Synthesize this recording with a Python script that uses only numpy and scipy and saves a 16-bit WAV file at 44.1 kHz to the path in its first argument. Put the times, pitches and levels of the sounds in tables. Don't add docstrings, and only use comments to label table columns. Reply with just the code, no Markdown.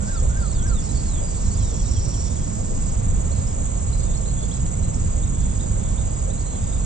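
import sys
import numpy as np
from scipy import signal
from scipy.fft import rfft, irfft
from scipy.io import wavfile
from scipy.ndimage import uniform_filter1d

SR = 44100
rng = np.random.default_rng(int(sys.argv[2]) if len(sys.argv) > 2 else 0)


def persist_wave(psi):
    counts = np.round(np.clip(psi, -1, 1) * 32767).astype(np.int16)
    wavfile.write(sys.argv[1], SR, np.atleast_2d(counts).T)


N = 302085
TIME = np.arange(N) / SR

# delay after the common beat in seconds, nominal top pitch in Hz,
# relative level in dB, left-port lag in ms.
NEAR_CRICKETS = [(0, 8300, 0, .045), (.007, 8350, -3, .045), (.012, 8200, -9, .04)]
# frequency in Hz, relative level in dB.
WING_COLOUR = [(5700, -33), (6150, -10), (6450, -6), (7000, -2.5), (7500, -0.5), (7900, -1), (8150, -7),
               (8500, -11), (9000, -31), (9600, -38.5)]
# frequency in Hz, gain in dB.
LEFT_PORT_COLOUR = [(5700, 17.5), (6500, -4), (7300, -0.5), (7800, -4.5), (8200, -18), (9000, -1.5)]
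# time in seconds, gain in dB.
CHORUS_SWELL = [(0, 0.9), (.6, 0), (1.55, 1.3), (2, 0), (2.75, 0.1), (3.5, .5), (4.7, .6), (5.3, 0),
                (6.85, 0)]
CHIRPS_PER_S = 17.85
CHORUS_DB, FAR_CRICKETS_DB = -35.5, -1

# centre in Hz, nominal width in Hz, level in dB.
DRONES = [(7046, 50, -52), (7850, 65, -51)]
# start in seconds, end in seconds, centre in Hz, nominal width in Hz,
# strokes per second, level in dB.
BUZZES = [(0.037, 0.132, 5300, 1100, 100, -48), (.38, 0.518, 4950, 700, 110, -55),
          (0.798, 1.119, 5280, 850, 100, -49.5), (3.372, 3.43, 4200, 1500, 45, -53),
          (4.01, 4.18, 3620, 90, 88, -56), (4.372, 4.452, 3460, 130, 140, -52),
          (5.353, 5.554, 3420, 160, 110, -58), (5.822, 5.92, 3530, 130, 89, -58),
          (6.51, 6.605, 3400, 300, 140, -57)]
PACED_FIRST_S, PACED_EVERY_S, PACED_LENGTH_S = 3.34, .543, .2
PACED_HZ, PACED_WIDTH_HZ, PACED_STROKES_PER_S, PACED_DB = 4900, 260, 50, -59.5
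BUZZ_SCRAPE, STROKE_JITTER = .55, .035

# time in seconds, level in dB.
TRILL_SWELL = [(1.27, -66), (1.295, -50), (1.41, -50), (1.45, -47), (1.57, -50), (1.6, -47), (1.63, -44),
               (1.9, -42.5), (1.95, -40), (2.28, -41), (2.31, -48.5), (2.6, -51), (2.78, -55), (2.92, -50),
               (2.98, -62)]
# time in seconds, pitch in Hz.
TRILL_PITCH = [(1.27, 5680), (1.45, 5610), (1.58, 5560), (1.7, 5690), (1.82, 5580), (1.9, 5620),
               (2.1, 5590), (2.25, 5615), (2.36, 5690), (2.95, 5630)]
# centre in Hz, nominal width in Hz, level at full swell in dB,
# dB gained per dB of swell, share of scraping noise from 0 to 1.
TRILL_BANDS = [(5640, 190, -46.3, 1.2, .55), (5720, 400, -52.5, .45, .6), (4960, 170, -59, .1, .6),
               (4620, 130, -62, .8, .3), (4300, 1000, -55, .7, .85)]
TRILL_STROKES_PER_S, TRILL_WAVER_HZ = 122, 18
CORE_DB, CORE_FOLLOW = -48.5, 1.1

# time from its start in seconds, pitch in Hz, relative level in dB.
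WHISTLE_SHAPE = [(0, 1415, -6), (.015, 1444, -3), (.06, 1482, -5.5), (.085, 1600, 5), (.103, 1590, 0),
                 (.115, 1474, -5), (.15, 1354, 3.5), (.18, 1226, -5), (.215, 1100, -12)]
# start in seconds, gain on the call's shape in dB.
WHISTLES = [(.012, -43), (0.289, -42.5), (0.575, -43)]

# start in seconds, length in seconds, start pitch in Hz, end pitch in Hz,
# sag below a straight glide in Hz, level before the trim of all slurs in dB, swell in mid-note in dB.
SLURS = [(0.138, 0.045, 6150, 4150, 253, -45.5, -3), (.128, 0.081, 4000, 3200, -3, -53.5, 0),
         (.195, 0.012, 4570, 5900, 0, -48, 5), (0.293, 0.023, 5630, 5600, -6, -55, 4),
         (0.352, 0.15, 5970, 3900, 483, -55.5, 2), (0.477, 0.066, 4680, 4030, -3, -54, 3),
         (.522, 0.052, 6080, 4180, 396, -48, -2), (0.547, 0.083, 3770, 3130, 1, -51.5, 2),
         (0.622, .018, 5550, 6300, 1, -44, 1), (0.656, 0.14, 6550, 3390, 879, -44, -7.5),
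         (0.816, 0.026, 6050, 5450, 148, -47, 1), (.822, 0.054, 4800, 4200, 55, -56, 2),
         (0.887, 0.027, 4100, 4040, 97, -48, 1), (0.932, 0.086, 4680, 4510, 120, -50.5, 5),
         (1.053, .14, 4520, 3200, -1, -48.5, -2.5), (1.216, 0.075, 4920, 4900, -1, -52.5, 7),
         (1.27, 0.13, 4680, 4450, -0.5, -54, -1), (1.455, 0.03, 4370, 3850, -2, -53, 3),
         (1.505, 0.066, 4320, 4930, 0, -50, -1), (1.578, 0.055, 3620, 3090, 0, -51, -2),
         (1.589, 0.17, 4130, 3210, -63, -54, 1), (1.786, 0.036, 3570, 3170, -2, -59, 8),
         (1.859, 0.023, 3650, 4020, 1, -49, 1), (1.956, .032, 3370, 3130, 5, -48.5, 1),
         (2.137, 0.017, 3680, 3060, 81, -47, -2), (2.218, .11, 3590, 3600, 38, -55, -7),
         (2.365, 0.069, 3380, 3200, -5, -53, -8.5), (3.29, .035, 6200, 5600, 79, -55, 2),
         (3.668, 0.024, 4100, 4200, 1, -63, -2), (4.565, .04, 6200, 5600, 50, -57, -2),
         (4.645, 0.041, 6250, 5500, 200, -59, 0), (5.652, 0.04, 6250, 5700, 53, -62, -1),
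         (6.455, 0.11, 4130, 4090, -19, -52.5, -4), (6.61, 0.1, 3660, 3630, 3, -55.5, -3),
         (6.76, 0.039, 3740, 3860, 0, -59, 0), (6.808, .04, 4480, 4100, 0, -59, -2)]
SLURS_TRIM_DB, SLUR_EDGE_S, SLUR_ROUGH = -1.6, 0.0028, .5
PLUNGE = 4.5
# start in seconds, length in seconds, top pitch in Hz, climb in Hz,
# level at the top in dB.
CHIPS = [(3.317, .014, 4420, 450, -48), (3.468, 0.012, 5650, 750, -46.5), (3.787, 0.011, 5730, 500, -49),
         (3.928, 0.014, 4350, 450, -44.5), (4.170, .01, 5630, 450, -48), (4.252, 0.02, 4300, 800, -48.5),
         (4.511, 0.025, 4350, 1290, -45), (4.533, .011, 5700, 600, -48), (4.829, 0.02, 4300, 450, -50.5),
         (4.938, 0.014, 5750, 604, -48), (5.225, .02, 3940, 710, -49.5), (5.595, 0.021, 4020, 750, -47),
         (5.974, 0.02, 4030, 895, -47), (6.298, 0.029, 4050, 604, -50), (6.375, 0.017, 4200, 250, -51),
         (6.724, 0.013, 3880, 600, -47)]
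CHIP_START_BOOST_DB = 2
FLICK_AFTER_S, FLICK_S, FLICK_FALL, FLICK_DB = 0.03, 0.028, 0.16, -8
# start in seconds, level of the first sweep in dB.
TSIKS = [(5.403, -53), (5.906, -53), (6.396, -51)]
TSIK_HZ, TSIK_FALL_HZ, TSIK_S, TSIK_GAP_S, TSIK_SECOND_DB = 6000, 2050, 0.016, 0.014, -3
# start in seconds, end in seconds, notes per second, level in dB.
TWITTER = [(.05, 1, 40, -59), (1.2, 2.5, 20, -60), (3.3, 4.6, 6, -60)]
TWITTER_LOW_HZ, TWITTER_HIGH_HZ = 3390, 5610
TWITTER_S, TWITTER_GLIDE = 0.0293, 0.082
# start in seconds, level in dB.
COUPLETS = [(3.722, -61), (3.859, -56), (3.995, -51), (4.134, -47), (4.269, -50), (4.406, -50)]
WHIP_HZ, WHIP_S = (5100, 3670), 0.024
RISE_HZ, RISE_S, RISE_AFTER_S = (4230, 4400), .032, 0.021
NOTE_FLUTTER_DB, NOTE_WAVER_HZ = 3, 48

# time of the crest in seconds, centre in Hz, level in dB.
PLOPS = [(.245, 506, -35.5), (.42, 557, -40.5), (.52, 605, -39), (1.23, 580, -35), (1.73, 490, -37),
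         (2.08, 527, -38), (2.6, 650, -38), (2.73, 530, -37.5), (3.32, 550, -40), (3.59, 610, -40),
         (4.21, 570, -39), (5.18, 560, -40), (6.3, 523, -35), (6.54, 560, -39.5)]
PLOP_HALF_S, PLOP_WIDTH_HZ, PLOP_LEAN_DB, PLOP_LAG_MS = .024, 110, -6.5, -0.61
# start in seconds, length in seconds, pitch in Hz, level in dB.
BLIPS = [(.527, .012, 2050, -52), (4.735, .014, 2130, -49)]
# start in seconds, centre in Hz, nominal width in Hz, level at the onset in dB.
TICKS = [(4.664, 3600, 2200, -40)]
# start in seconds, end in seconds, pitch in Hz, level in dB.
HUM = (1.75, 2.48, 350, -50)

# frequency in Hz, relative density in dB per Hz.
RUMBLE = [(8, -36.5), (15, -13), (22, 4), (35, -2), (50, 3), (62, -1.5), (80, -2.5), (100, -4),
          (150, -10.5), (200, -15), (260, -23), (330, -30.5), (420, -39), (700, -76.5)]
# time in seconds, gain in dB.
GUSTS = [(0, -5), (.28, 5), (.47, -1.5), (.63, 4.5), (.85, -1.5), (1.15, 1), (1.31, -4), (1.47, 2.5),
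         (1.7, 0.5), (2, 1.5), (2.2, -1), (2.62, -4), (2.93, 2.5), (3.25, 1.8), (3.6, -2), (3.97, 2),
         (4.48, -2.5), (5.05, 1), (5.4, 1.5), (5.55, 0), (5.85, .5), (6.3, -1.5), (6.5, -4), (6.72, 0)]
RUMBLE_DB, GUST_BELOW_HZ = -21.5, 128
LUMP_DB, LUMPS_PER_S = 0.5, 25
# frequency in Hz, relative density in dB per Hz.
FLUTTER = [(120, -65), (240, -21), (340, -2.5), (520, 3), (620, 5.5), (800, -32), (1500, -91)]
FLUTTER_DB, FLUTTER_DEPTH_DB, FLUTTER_PER_S = -48.5, 4.5, 45
# frequency in Hz, relative density in dB per Hz.
AIR = [(200, -29), (330, -7), (480, 0.5), (620, 2), (760, 1), (1000, -4.5), (1300, -11.5), (1700, -16),
       (3000, -19.5), (3900, -20), (4500, -24), (5800, -19.5), (8500, -22), (9500, -41.5), (13000, -55.5)]
AIR_DB = -37.5

# frequency in Hz, likeness from 0 to 1.
LIKENESS = [(30, 0.96), (200, 0.74), (320, 1), (550, 0.98), (800, 0.97), (1000, 0.72), (1250, 0.057),
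            (1800, 0.42), (5000, 0.37), (12000, 0.18)]
# frequency in Hz, left minus right in dB.
LEAN = [(20, 4), (50, -6), (100, -3), (200, -11), (300, -14.5), (420, -9), (550, -7), (750, -0.5),
        (1000, -3.5), (1300, 1.5), (2000, 2.5), (3000, 4), (4500, -5), (8000, 1)]
# frequency in Hz, lead of the left port in radians.
LEAD = [(30, -.4), (130, -.35), (220, 0), (300, .6), (420, 1.9), (550, 2.5), (720, 2.7), (900, 2.9),
        (1250, 2.3), (1800, 1), (3000, .8), (4200, .2), (5000, -1)]
EDGE_HZ = 13400


def crickets(far_count=6):
    beat = np.arange(-2, 140) / CHIRPS_PER_S
    near = np.zeros((2, N))
    for delay, top_hz, db, lag_ms in NEAR_CRICKETS:
        near += gain_of(db) * placed(cricket(beat + delay, top_hz), 0, lag_ms)
    near = scattered(evened(near), t60=.05, wet_db=-13)
    far = np.zeros((2, N))
    for _ in range(far_count):
        own_beat = beat * rng.uniform(.92, 1.1) - rng.random() / 10
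        far += placed(cricket(own_beat, rng.uniform(8000, 8900)), 0, rng.uniform(.02, .07))
    far = evened(scattered(far, t60=.2, wet_db=-3))
    left, right = near + gain_of(FAR_CRICKETS_DB) * far
    chorus = evened(np.array([coloured(left, LEFT_PORT_COLOUR), right]))
    return gain_of(CHORUS_DB + np.interp(TIME, *np.transpose(CHORUS_SWELL))) * chorus


def cricket(chirps, top_hz, uneven_db=-0.5):
    stroke_s, gap_s, fall_hz, wander_s, jitter_s = .0145, .0195, 2150, .0035, .0016
    u = progress(stroke_s)
    swell = signal.windows.tukey(len(u), .25)
    chirps = chirps + wander_s * drift(chirps, 3)
    out = np.zeros(N)
    for s in np.concatenate([chirps, chirps + gap_s]):
        late, size, sharp = rng.standard_normal(3)
        stroke = gain_of(uneven_db * size) * swell * tone(top_hz + 60 * sharp - fall_hz * u)
        if s > 0:
            add(out, s + jitter_s * late, stroke)
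    return evened(coloured(out, WING_COLOUR))


def insects():
    far = sum(gain_of(db) * band(hz, width) for hz, width, db in DRONES)
    paced_starts = np.arange(PACED_FIRST_S, TIME[-1], PACED_EVERY_S)
    paced = sum(spell(start, start + PACED_LENGTH_S) for start in paced_starts)
    far = far + gain_of(PACED_DB) * paced * buzz(PACED_HZ, PACED_WIDTH_HZ, PACED_STROKES_PER_S)
    for start, end, hz, width, rate, db in BUZZES:
        far = far + gain_of(db) * spell(start, end) * buzz(hz, width, rate)
    near = scattered(placed(trill(), lean_db=-5, lag_ms=.035), t60=.05, wet_db=-14)
    return near + scattered(placed(far, lean_db=-5, lag_ms=.035), t60=.1, wet_db=-7)


def trill():
    s, level = np.transpose(TRILL_SWELL)
    swell_db = np.interp(TIME, s, level - level.max())
    pitch = np.interp(TIME, *np.transpose(TRILL_PITCH)) + TRILL_WAVER_HZ * drift(TIME, 60)
    comb = sum(tone(pitch + k * TRILL_STROKES_PER_S) for k in range(-14, 5) if k)
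    out = gain_of(CORE_DB + CORE_FOLLOW * swell_db) * tone(pitch)
    for hz, width, db, follow, scrape in TRILL_BANDS:
        ring = np.sqrt(1 - scrape) * resonance(comb, hz, width) + np.sqrt(scrape) * band(hz, width)
        out = out + gain_of(db + follow * swell_db) * ring
    return out * spell(s[0], s[-1])


def buzz(hz, width, rate, scrape=BUZZ_SCRAPE):
    turns = TIME * rate
    turns = turns + STROKE_JITTER * np.interp(turns, np.arange(N), rng.standard_normal(N))
    strokes = evened(np.diff(np.floor(turns), prepend=np.floor(turns[0])))
    return resonance(np.sqrt(1 - scrape) * strokes + np.sqrt(scrape) * rng.standard_normal(N), hz, width)


def whistler():
    s, hz, db = np.transpose(WHISTLE_SHAPE)
    t, out = np.arange(0, s[-1], 1 / SR), np.zeros(N)
    swell = gain_of(np.interp(t, s, db)) * signal.windows.tukey(len(t), .1)
    call = swell * tone(np.interp(t, s, hz))
    for start, level_db in WHISTLES:
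        add(out, start, gain_of(level_db) * call)
    return scattered(placed(out, lean_db=2.5, lag_ms=.2), t60=.35, wet_db=-10)


def small_birds():
    near = scattered(placed(slurs(), lean_db=-6, lag_ms=.025), t60=.3, wet_db=-8)
    bushes = placed(chips() + tsiks() + twitter(), lean_db=-6, lag_ms=.025)
    return gain_of(SLURS_TRIM_DB) * near + scattered(bushes, t60=.3, wet_db=-3)


def slurs():
    out = np.zeros(N)
    for s, length, start_hz, end_hz, sag_hz, db, swell_db in SLURS:
        u = progress(length)
        sag = 1 - np.exp(-PLUNGE * u) - u
        hz = start_hz + (end_hz - start_hz) * u - sag_hz * sag / sag.max()
        add(out, s, note(hz, db + swell_db * np.sin(np.pi * u) ** 2, SLUR_EDGE_S, SLUR_ROUGH))
    return out


def chips():
    out = np.zeros(N)
    for s, length, top_hz, climb_hz, db in CHIPS:
        to_go = 1 - progress(length)
        rise_hz = top_hz - climb_hz * to_go ** 1.4
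        add(out, s, note(rise_hz, db + CHIP_START_BOOST_DB * to_go ** 2, length / 4))
        flick_hz = top_hz * (1 - FLICK_FALL * progress(FLICK_S))
        add(out, s + FLICK_AFTER_S, note(flick_hz, db + FLICK_DB, FLICK_S / 2))
    return out


def tsiks():
    out, hz = np.zeros(N), TSIK_HZ - TSIK_FALL_HZ * progress(TSIK_S)
    for s, db in TSIKS:
        add(out, s, note(hz, db, TSIK_S / 4))
        add(out, s + TSIK_GAP_S, note(hz, db + TSIK_SECOND_DB, TSIK_S / 4))
    return out


def twitter():
    out = np.zeros(N)
    for start, end, rate, db in TWITTER:
        for s in np.arange(start, end, 1 / rate):
            late, pitch, length, glide = rng.random(4)
            u = progress(TWITTER_S * (.5 + length))
            middle_hz = TWITTER_LOW_HZ * (TWITTER_HIGH_HZ / TWITTER_LOW_HZ) ** (pitch ** 2)
            hz = middle_hz * (1 + TWITTER_GLIDE * np.sign(glide - .5) * (u - .5))
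            add(out, s + late / rate, note(hz, db, TWITTER_S / 2))
    return out


def couplets():
    out = np.zeros(N)
    for s, db in COUPLETS:
        add(out, s, note(np.interp(progress(WHIP_S), [0, 1], WHIP_HZ), db, WHIP_S / 4))
        add(out, s + RISE_AFTER_S, note(np.interp(progress(RISE_S), [0, 1], RISE_HZ), db, RISE_S / 4))
    return scattered(placed(out, lean_db=-3, lag_ms=-.082), t60=.3, wet_db=-9)


def blips():
    out = np.zeros(N)
    for s, length, hz, db in BLIPS:
        add(out, s, note(np.full(int(length * SR), hz), db, length / 2))
    return placed(out, lean_db=8, lag_ms=-.075)


def ticks():
    out, t = np.zeros(N), np.arange(SR // 20) / SR
    decay_s = .003
    for s, hz, width, db in TICKS:
        add(out, s, gain_of(db) * band(hz, width)[:len(t)] * np.exp(-t / decay_s))
    return placed(out, lean_db=-2, lag_ms=0)


def plops():
    t = np.arange(-3 * PLOP_HALF_S, 3 * PLOP_HALF_S, 1 / SR)
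    out, swell = np.zeros(N), np.exp(-(t / PLOP_HALF_S) ** 2)
    for s, hz, db in PLOPS:
        puff = evened(band(hz, PLOP_WIDTH_HZ)[:len(t)] * swell)
        add(out, s + t[0], gain_of(db) * puff * np.sqrt(np.mean(swell ** 2)))
    return placed(out, PLOP_LEAN_DB, PLOP_LAG_MS)


def hum():
    start, end, hz, db = HUM
    wavering = tone(hz + 2 * drift(TIME, 10))
    return placed(gain_of(db) * spell(start, end) * wavering, lean_db=-8, lag_ms=-.7)


def background():
    rumble = at_ports(RUMBLE, swell_db=0.76)
    rumble = rumble / rumble.mean(0).std()
    bass = irfft(rfft(rumble) / (1 + (np.fft.rfftfreq(N, 1 / SR) / GUST_BELOW_HZ) ** 6), N)
    power = uniform_filter1d((bass ** 2).mean(0), size=SR // 4)
    gust_db = np.interp(TIME, *np.transpose(GUSTS))
    rumble = rumble - bass + bass * np.sqrt(power.mean() / power) * gain_of(gust_db)
    lumps_db = LUMP_DB * drift(TIME, LUMPS_PER_S)
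    flutter = at_ports(FLUTTER, swell_db=-3.7) * gain_of(FLUTTER_DEPTH_DB * drift(TIME, FLUTTER_PER_S))
    air = at_ports(AIR, swell_db=0.46)
    low = gain_of(RUMBLE_DB + lumps_db) * rumble
    return low + gain_of(FLUTTER_DB) * evened(flutter) + gain_of(AIR_DB) * evened(air)


def at_ports(spectrum, swell_db):
    hz = np.fft.rfftfreq(N, 1 / SR)
    a, b = rfft(rng.standard_normal((2, N)))
    same, lean = np.clip(read(LIKENESS, hz), 0, 1), gain_of(read(LEAN, hz) / 2)
    left = (same * a + np.sqrt(1 - same ** 2) * b) * np.exp(1j * read(LEAD, hz))
    pair = irfft(np.array([left * lean, a / lean]) * gain_of(read(spectrum, hz)), N)
    return pair * gain_of(swell_db * drift(TIME, 3.9))


def placed(x, lean_db, lag_ms):
    late = irfft(rfft(x) * np.exp(-2j * np.pi * np.fft.rfftfreq(N, 1 / SR) * lag_ms / 10 ** 3), N)
    return np.array([late * gain_of(lean_db / 2), x * gain_of(-lean_db / 2)])


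def scattered(x, t60, wet_db):
    t = np.arange(SR // 2) / SR
    taps = rng.standard_normal((2, len(t))) * 1000 ** (-t / t60) * (t > .002)
    taps /= np.linalg.norm(taps, axis=1, keepdims=True)
    return x + gain_of(wet_db) * signal.fftconvolve(x, taps, axes=1)[:, :N]


def note(hz, db, edge_s, rough=1):
    t = np.arange(len(hz)) / SR
    ends = signal.windows.tukey(len(t), 2 * edge_s / t[-1])
    flutter = evened(gain_of(rough * NOTE_FLUTTER_DB * drift(t, 300)))
    waver_hz = rough * NOTE_WAVER_HZ * drift(t, 400)
    return gain_of(db) * flutter * ends * tone(hz + waver_hz)


def tone(hz):
    return np.sqrt(2) * np.sin(2 * np.pi * (np.cumsum(hz) / SR + rng.random()))


def band(hz, width):
    return resonance(rng.standard_normal(N), hz, width)


def resonance(x, hz, width):
    f = np.fft.rfftfreq(N, 1 / SR)
    return evened(irfft(rfft(x) / (1 + ((f - hz) / (0.87 * width)) ** 2), N))


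def coloured(x, points):
    return irfft(rfft(x) * gain_of(read(points, np.fft.rfftfreq(N, 1 / SR))), N)


def drift(t, rate):
    speeds = np.geomspace(rate / 10, rate, 10)
    return evened(sum(np.sin(2 * np.pi * (f * t + rng.random())) / np.sqrt(f) for f in speeds))


def spell(start, end, edge_s=0.071):
    return np.clip(np.minimum(TIME - start, end - TIME) / edge_s + .5, 0, 1)


def progress(length):
    return np.linspace(0, 1, int(length * SR))


def read(points, hz):
    f, value = np.transpose(points)
    return np.interp(np.log(hz + 1), np.log(f + 1), value)


def gain_of(db):
    return 10 ** (np.asarray(db) / 20)


def evened(x):
    return x / np.sqrt(np.mean(x ** 2) + 1e-20)


def add(mix, s, sound):
    part = mix[max(round(s * SR), 0):][:len(sound)]
    part += sound[:len(part)]


def scene():
    animals = crickets() + insects() + whistler() + small_birds() + couplets()
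    return animals + blips() + ticks() + plops() + hum() + background()


def record(dry):
    return signal.oaconvolve(dry, signal.firwin(511, EDGE_HZ, window=("kaiser", 9), fs=SR)[None], "same")


dry = scene()
out = record(dry)
persist_wave(out)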